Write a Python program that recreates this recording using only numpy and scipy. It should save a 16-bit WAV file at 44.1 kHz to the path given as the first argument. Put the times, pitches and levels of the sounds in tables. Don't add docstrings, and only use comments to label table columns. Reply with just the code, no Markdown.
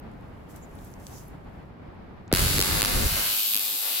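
import sys
import numpy as np
from scipy import signal
from scipy.fft import rfft, irfft
from scipy.io import wavfile
from scipy.ndimage import uniform_filter1d, map_coordinates

SR = 44100
rng = np.random.default_rng(int(sys.argv[2]) if len(sys.argv) > 2 else 0)


def materialize(psi):
    bounded = np.clip(np.atleast_2d(psi).T, -1, 1)
    quanta = np.round(bounded * 32767).astype(np.int16)
    wavfile.write(sys.argv[1], SR, quanta)


N = 176400
T = np.arange(N) / SR
FREQS = np.fft.rfftfreq(N, 1 / SR)
ARC_ON_S, TICK_DECAY_S = 2.3265, 0.001
GATE = np.clip((T - ARC_ON_S) / 0.002, 0, 1)

# time_s, sparks_per_s
SPARK_RATE = [(2.33, 89), (2.42, 93), (2.5, 99), (2.6, 95), (2.74, 95), (2.82, 102), (3.05, 105),
              (4.0, 105)]
# start_s, level_db, sizzle_duck_db
HARD_SNAPS = [(2.3273, -14, 16), (2.3388, -16, 13), (2.35, -17, 5), (2.3608, -20, 3.5), (2.372, -21, 2.5),
              (2.3933, -22, -0.5), (2.5835, -16.5, 12), (2.5926, -15, 9), (2.6034, -16, 6), (2.614, -15, 5),
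              (2.625, -16, 3), (2.6357, -27, 0.5), (2.6461, -24.5, -0.5), (2.81, -17.5, 13),
              (2.8198, -14.5, 13), (2.8292, -17.5, 5), (2.8395, -21, 4), (2.8493, -16.5, 2.5),
              (2.8591, -18.5, 4.5), (2.8687, -27, 0.5), (3.5369, -21, 9), (3.5459, -17.5, 10),
              (3.5552, -21.5, 6), (3.5654, -19, 3), (3.5748, -22, 4), (3.5835, -27, 3), (3.5948, -25.5, 1)]
# time_s, level_db
TREBLE_FADER = [(2.36, -26.5), (2.856, -28), (2.916, -29), (3.132, -29), (3.848, -31.5), (4.0, -31.5)]
MID_FADER = [(2.36, -35.5), (2.56, -44.5), (2.72, -37.5), (3.158, -41), (3.168, -36), (3.478, -50.5),
             (3.574, -48), (3.788, -51), (3.866, -43.5), (4.0, -47.5)]
PRESENCE_FADER = [(2.36, 0), (2.9, 0), (3.07, -1.5), (3.3, 1), (3.5, -0.5), (3.81, -3.5), (3.92, -0.5),
                  (4.0, 1.5)]
# time_s, rumble_db, buzz_db
LOW_FADERS = [(2.35, -27.5, -37), (2.376, -32, -37.5), (2.428, -20.5, -34.5), (2.45, -28.5, -41.5),
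              (2.602, -26, -36), (2.644, -40, -42.5), (2.69, -32, -37), (2.722, -26, -38.5),
              (2.882, -40, -40), (2.97, -25.5, -35), (2.992, -30.5, -38), (3.062, -22, -33.5),
              (3.098, -38, -65), (3.122, -31.5, -50), (3.204, -39, -44.5), (3.232, -45, -56.5),
              (3.332, -54, -51), (3.416, -71, -62), (3.54, -73, -59), (3.56, -65, -49), (3.59, -72, -60),
              (3.7, -64, -59), (3.745, -70, -51.5), (3.81, -80, -68), (3.88, -73, -57.5), (4.0, -72, -59.5)]
# freq_hz, gain_db
FACING_EQ = [(1290, -8.5), (2200, -7.5), (2690, -0.5), (3220, -4.5), (4490, 1), (5760, -6.5), (6980, -5.5),
             (7900, -4.5), (9410, -11), (10100, -1.5), (11700, 0.5), (12400, -4.5), (13400, -14),
             (15100, -7), (16000, -6)]
TIPPED_EQ = [(1290, -49), (2200, -19), (2430, -3.5), (3530, -3.5), (3870, -1.5), (4460, -1.5), (5620, -7.5),
             (6800, -9), (7710, -6.5), (8730, -8), (9410, -10.5), (11300, -1), (12900, -4.5), (14000, -4.5),
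             (16000, -9)]
BASS_CUT_EQ = [(60, -60), (300, -39), (1200, -0.5), (16000, 0)]
# freq_hz, gain_db
MID_EQ = [(100, -60), (400, -9.5), (650, -0.5), (950, -2), (1400, -1), (2200, -2.5), (2700, -21.5)]
BUZZ_EQ = [(50, -55), (120, -11), (210, 3.5), (380, 0.5), (600, -8), (900, -44)]
# freq_hz, left_minus_right_db
ARC_PAN = [(60, 1), (87, 2), (130, 2), (180, -7), (260, 4.5), (380, 0), (550, 4.5), (790, 4), (1140, -2.5),
           (1650, -1.5), (2380, 4), (3440, 6), (4970, 0), (7180, 0), (10400, 0), (15000, -0.5)]
# time_s, left_minus_right_db
TREBLE_PAN = [(2.4, -1), (3.1, -0.5), (4.0, 2.5)]
# time_s, delay_ms, gain
BOUNCE = [(2.36, 0.61, .05), (2.9, 0.68, 0.16), (3.25, 0.64, 0.19), (3.6, 0.717, 0.2), (4.0, 0.84, 0.38)]
# start_s, end_s, start_hz, end_hz, width_hz, level_db
PEAK_GLIDES = [(3.02, 3.66, 13350, 12850, 380, 5), (3.22, 4.2, 14250, 13200, 520, 5),
               (3.05, 4.15, 11750, 10800, 400, -6)]
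# start_s, level_db
ARC_THUMPS = [(2.3283, -9.5), (2.5933, -19.5), (2.829, -26)]
# pitch_hz, level_db, t60_s
CLICK_MODES = [(259, -15, 0.042), (620, 3.5, 0.01), (1330, 2, 0.007), (2090, 2, 0.0045), (3600, -8, 0.0084)]
# time_s, level_db
BRUSH_FADER = [(0.02, -78.5), (0.48, -75), (0.5, -59), (0.55, -64), (0.56, -57), (0.61, -69), (0.64, -67),
               (0.67, -71), (0.86, -60), (0.99, -70), (1.0, -62.5), (1.06, -59.5), (1.07, -53.5),
               (1.09, -56.5), (1.18, -55), (1.4, -79), (1.59, -76.5), (1.76, -86), (1.83, -82.5),
               (2.25, -83.5)]
# freq_hz, gain_db
BRUSH_EQ = [(1500, -27), (2700, -8), (4000, -8), (6500, -2.5), (8000, -2.5), (9000, -8.5), (11500, 0.5),
            (13400, -7.5), (15000, -3.5), (16500, -14)]
# time_s, level_db, peak_hz, width_octaves
STALK_FLICKS = [(.116, -57, 9000, 1), (0.562, -41, 10500, .6), (0.754, -43.5, 10200, .12),
                (.789, -49, 3800, .8), (0.849, -40, 13000, 0.55), (0.939, -42.5, 5960, 0.64),
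                (1.0, -52, 8500, .8), (1.068, -32.5, 4360, 1.2), (1.282, -41, 11400, .15)]
# centre_s, half_length_s, level_db, peak_hz, width_hz
BLADE_SWISHES = [(0.635, 0.016, -56, 6950, 600), (1.168, 0.043, -53, 6100, 1200)]
# freq_hz, gain_db
MIC_RUMBLE_EQ = [(12, -17), (30, 2), (65, 0.5), (140, -4.5), (200, -11.5), (300, -36)]
# freq_hz, gain_db
AIR_EQ = [(12, -56), (20, -9.5), (49, -3), (185, -5.5), (264, -9), (359, -12), (488, -15), (774, -16),
          (835, -15.5), (1020, -19.5), (2210, -29), (2710, -34), (5000, -45), (9000, -73), (11700, -94),
          (19800, -120)]
# freq_hz, correlation
AIR_CORRELATION = [(30, 0.98), (120, 0.78), (300, 0.42), (700, 0.063), (2000, 0.059), (8000, 0.085)]
# time_s, level_db
AIR_FADER = [(0, -43), (2.3, -44.5), (3.1, -42), (3.35, -79), (4, -86)]


def arc(treble_db=2, mid_db=2.5, buzz_db=1, mid_crack_db=-11):
    cycles = spark_cycles()
    times = spark_times(cycles)
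    hiss, cracks = sizzle(times, cycles), snaps(times)
    ducked = hiss * GATE * ducking()
    treble = eq(ducked * amp(curve(TREBLE_FADER) + treble_db) + cracks, BASS_CUT_EQ)
    treble = sway(gliding_peaks(reflection(tip_away(treble))))
    mid_gain = amp(curve(MID_FADER))
    mid_cracks = cracks * amp(mid_crack_db) * (mid_gain / mid_gain.max()) ** 0.58
    mids = eq(ducked * mid_gain * amp(mid_db) + mid_cracks, MID_EQ)
    buzz = eq(narrow(0.69 * hiss + 0.94 * noise(), correlation=0.23), BUZZ_EQ)
    buzz *= GATE * amp(curve(LOW_FADERS, column=2) + buzz_db)
    return irfft(rfft(treble + mids + buzz) * pan(spectrum(ARC_PAN)), N)


def spark_cycles(waver=.012):
    cycles = np.cumsum(curve(SPARK_RATE) * (1 + waver * wander(1500))) / SR
    snap_times = [row[0] for row in HARD_SNAPS]
    offsets = np.unwrap(np.interp(snap_times, T, cycles) % 1, period=1)
    return cycles - np.interp(T, snap_times, offsets)


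def spark_times(cycles, ragged_span_s=(2.9, 3.4), jitter_s=(.00005, .0004)):
    times = T[1:][np.diff(np.floor(cycles)) > 0]
    times = times[times > ARC_ON_S - .004]
    return times + np.interp(times, ragged_span_s, jitter_s) * rng.standard_normal(400)[:len(times)]


def sizzle(times, cycles, smear_s=.014, buzz_share=0.72, flutter=0.051):
    pulses = np.zeros((2, N))
    for start_s in times:
        add(pulses, start_s, np.ones(1))
    t = np.arange(2048) / SR
    spectra = rfft(rng.standard_normal((2, 2, len(t))) * np.exp(-t / smear_s))
    smears = irfft(spectra / abs(spectra))
    fades = np.sin(np.pi * T), np.cos(np.pi * T)
    buzz = sum(signal.oaconvolve(pulses * fade, smear, axes=1)[:, :N]
               for fade, smear in zip(fades, smears))
    buzz /= np.std(buzz[:, T > ARC_ON_S])
    blend = np.sqrt(buzz_share) * buzz + np.sqrt(1 - buzz_share) * noise()
    return blend * (1 + flutter * np.cos(2 * np.pi * cycles))


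def snaps(times, rise_s=0.00027, decay_s=0.00035, tail_s=.0012, tail_db=-30, flatness=0.61, trim_db=7):
    hits = [row[:2] for row in HARD_SNAPS]
    hits += [(s, -37.5 + np.interp(s, *np.transpose(TREBLE_FADER)) - TREBLE_FADER[0][1]) for s in times]
    t = np.arange(-32, 224) / SR
    envelope = np.exp(np.where(t < 0, t / rise_s, -t / decay_s))
    envelope += (t > 0) * amp(tail_db) * np.exp(-t / tail_s)
    out = np.zeros((2, N))
    for peak_s, level_db in hits:
        burst = rfft(rng.standard_normal((2, len(t))) * envelope)
        crack = unit_rms(irfft(burst / abs(burst) ** flatness)) * np.sqrt(np.mean(envelope ** 2))
        add(out, peak_s + t[0], crack * amp(level_db + trim_db))
    return out


def ducking(attack_s=0.0027, hold_s=0.0091, release_s=.004):
    duck_db = np.zeros(N)
    for start_s, _, depth_db in HARD_SNAPS:
        ramp = np.minimum((T - start_s) / attack_s + 1, (start_s + hold_s - T) / release_s + 1)
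        duck_db = np.maximum(duck_db, depth_db * np.clip(ramp, 0, 1))
    return amp(-duck_db)


def tip_away(x, span_s=(2.92, 3.41)):
    tilt = np.interp(T, span_s, (0, 1))
    return (1 - tilt) * eq(x, FACING_EQ) + tilt * eq(x, TIPPED_EQ)


def reflection(x, above_hz=9000):
    top = irfft(rfft(x) / (1 + (above_hz / (FREQS + 1)) ** 4), N)
    positions = np.arange(N) - curve(BOUNCE) * SR / 1000
    delayed = np.array([map_coordinates(side, [positions], order=5) for side in top])
    return x + curve(BOUNCE, column=2) * delayed


def gliding_peaks(x, fade_s=0.17):
    out = x.copy()
    for start_s, end_s, start_hz, end_hz, width_hz, level_db in PEAK_GLIDES:
        centre_hz = np.interp(T, (start_s, end_s), (start_hz, end_hz))
        carrier = np.exp(2j * np.pi * np.cumsum(centre_hz) / SR)
        pole = np.exp(-np.pi * width_hz / SR)
        band = 2 * (carrier * signal.lfilter([1 - pole], [1, -pole], x / carrier)).real
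        swell = np.clip(np.minimum(T - start_s, end_s - T) / fade_s, 0, 1)
        out += amp(level_db) * swell * band
    return out


def sway(x, below_hz=5238):
    presence = irfft(rfft(x) / (1 + (FREQS / below_hz) ** 10), N)
    return (x + presence * (amp(curve(PRESENCE_FADER)) - 1)) * pan(curve(TREBLE_PAN))


def thump(level_db, start_hz=518, end_hz=84.5, glide_s=0.00383, decay_s=0.0093):
    t = np.arange(SR // 10) / SR
    pitch_hz = end_hz + (start_hz - end_hz) * np.exp(-t / glide_s)
    return -amp(level_db) * np.exp(-t / decay_s) * np.sin(2 * np.pi * np.cumsum(pitch_hz) / SR)


def button(trim_db=-21, attack_s=0.00036):
    t = np.arange(SR // 20) / SR
    ring = sum(amp(trim_db + level_db - 60 * t / t60_s) * np.sin(2 * np.pi * pitch_hz * t)
               for pitch_hz, level_db, t60_s in CLICK_MODES)
    return np.minimum(t / attack_s, 1) * ring


def tick(level_db, peak_hz, width_octaves):
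    t = np.arange(-128, 896) / SR
    octaves = np.log2((np.fft.rfftfreq(len(t), 1 / SR) + 1) / peak_hz)
    band = unit_rms(np.exp(-(octaves / width_octaves) ** 2))
    burst = rng.standard_normal((2, len(t))) * (t >= 0) * np.exp(-abs(t) / TICK_DECAY_S)
    return amp(level_db) * irfft(rfft(burst) * band)[:, t > -TICK_DECAY_S]


def grass(trim_db=2.5, grains_per_s=900, spread_db=3.8):
    sizes = amp(spread_db * np.minimum(rng.exponential(1, N), 5))
    grains = sizes * (rng.random(N) < grains_per_s / SR)
    rustle = unit_rms(narrow(noise(), correlation=0.09) * (grains + 0.72))
    out = eq(rustle * amp(curve(BRUSH_FADER) + trim_db), BRUSH_EQ)
    for time_s, *flick in STALK_FLICKS:
        add(out, time_s - TICK_DECAY_S, tick(*flick))
    return out


def swish(centre_s, half_length_s, level_db, peak_hz, width_hz):
    band = np.exp(-((FREQS - peak_hz) / width_hz) ** 2)
    swell = np.exp(-((T - centre_s) / half_length_s) ** 2)
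    return unit_rms(irfft(rfft(noise()) * band, N)) * amp(level_db) * swell


def mic_rumble():
    return eq(narrow(noise(), correlation=0.83), MIC_RUMBLE_EQ) * GATE * amp(curve(LOW_FADERS))


def air(waver_db=1.1):
    bed = irfft(narrow(rfft(noise()), spectrum(AIR_CORRELATION)), N)
    return unit_rms(eq(bed, AIR_EQ)) * amp(curve(AIR_FADER) + waver_db * wander(1000))


def amp(db):
    return 10 ** (np.asarray(db) / 20)


def pan(lean_db):
    return amp([lean_db / 2, -lean_db / 2])


def unit_rms(x):
    return x / np.sqrt(np.mean(x ** 2) + 1e-20)


def noise():
    return rng.standard_normal((2, N))


def wander(smooth_samples):
    return unit_rms(uniform_filter1d(uniform_filter1d(rng.standard_normal(N), 2000), smooth_samples))


def spectrum(rows):
    freq_hz, values = np.transpose(rows)
    return np.interp(np.log(FREQS + 1), np.log(freq_hz + 1), values)


def curve(rows, column=1):
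    rows = np.array(rows)
    return np.interp(T, rows[:, 0], rows[:, column])


def eq(x, rows):
    return irfft(rfft(x) * unit_rms(amp(spectrum(rows))), N)


def narrow(x, correlation):
    return np.array([x[0], correlation * x[0] + np.sqrt(1 - correlation ** 2) * x[1]])


def add(mix, start_s, sound):
    part = mix[:, max(round(start_s * SR), 0):][:, :sound.shape[-1]]
    part += sound[..., :part.shape[1]]


def scene():
    mix = air() + grass() + arc() + mic_rumble() + sum(swish(*row) for row in BLADE_SWISHES)
    add(mix, 2.279 - TICK_DECAY_S, tick(level_db=-47, peak_hz=5200, width_octaves=.5))
    add(mix, 2.316, button())
    for start_s, level_db in ARC_THUMPS:
        add(mix, start_s, thump(level_db))
    return mix


def record(dry, cutoff_hz=15900):
    lowpass = signal.firwin(511, cutoff_hz, window=("kaiser", 9), fs=SR)
    return signal.oaconvolve(dry, lowpass[None], "same")


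dry = scene()
out = record(dry)
materialize(out)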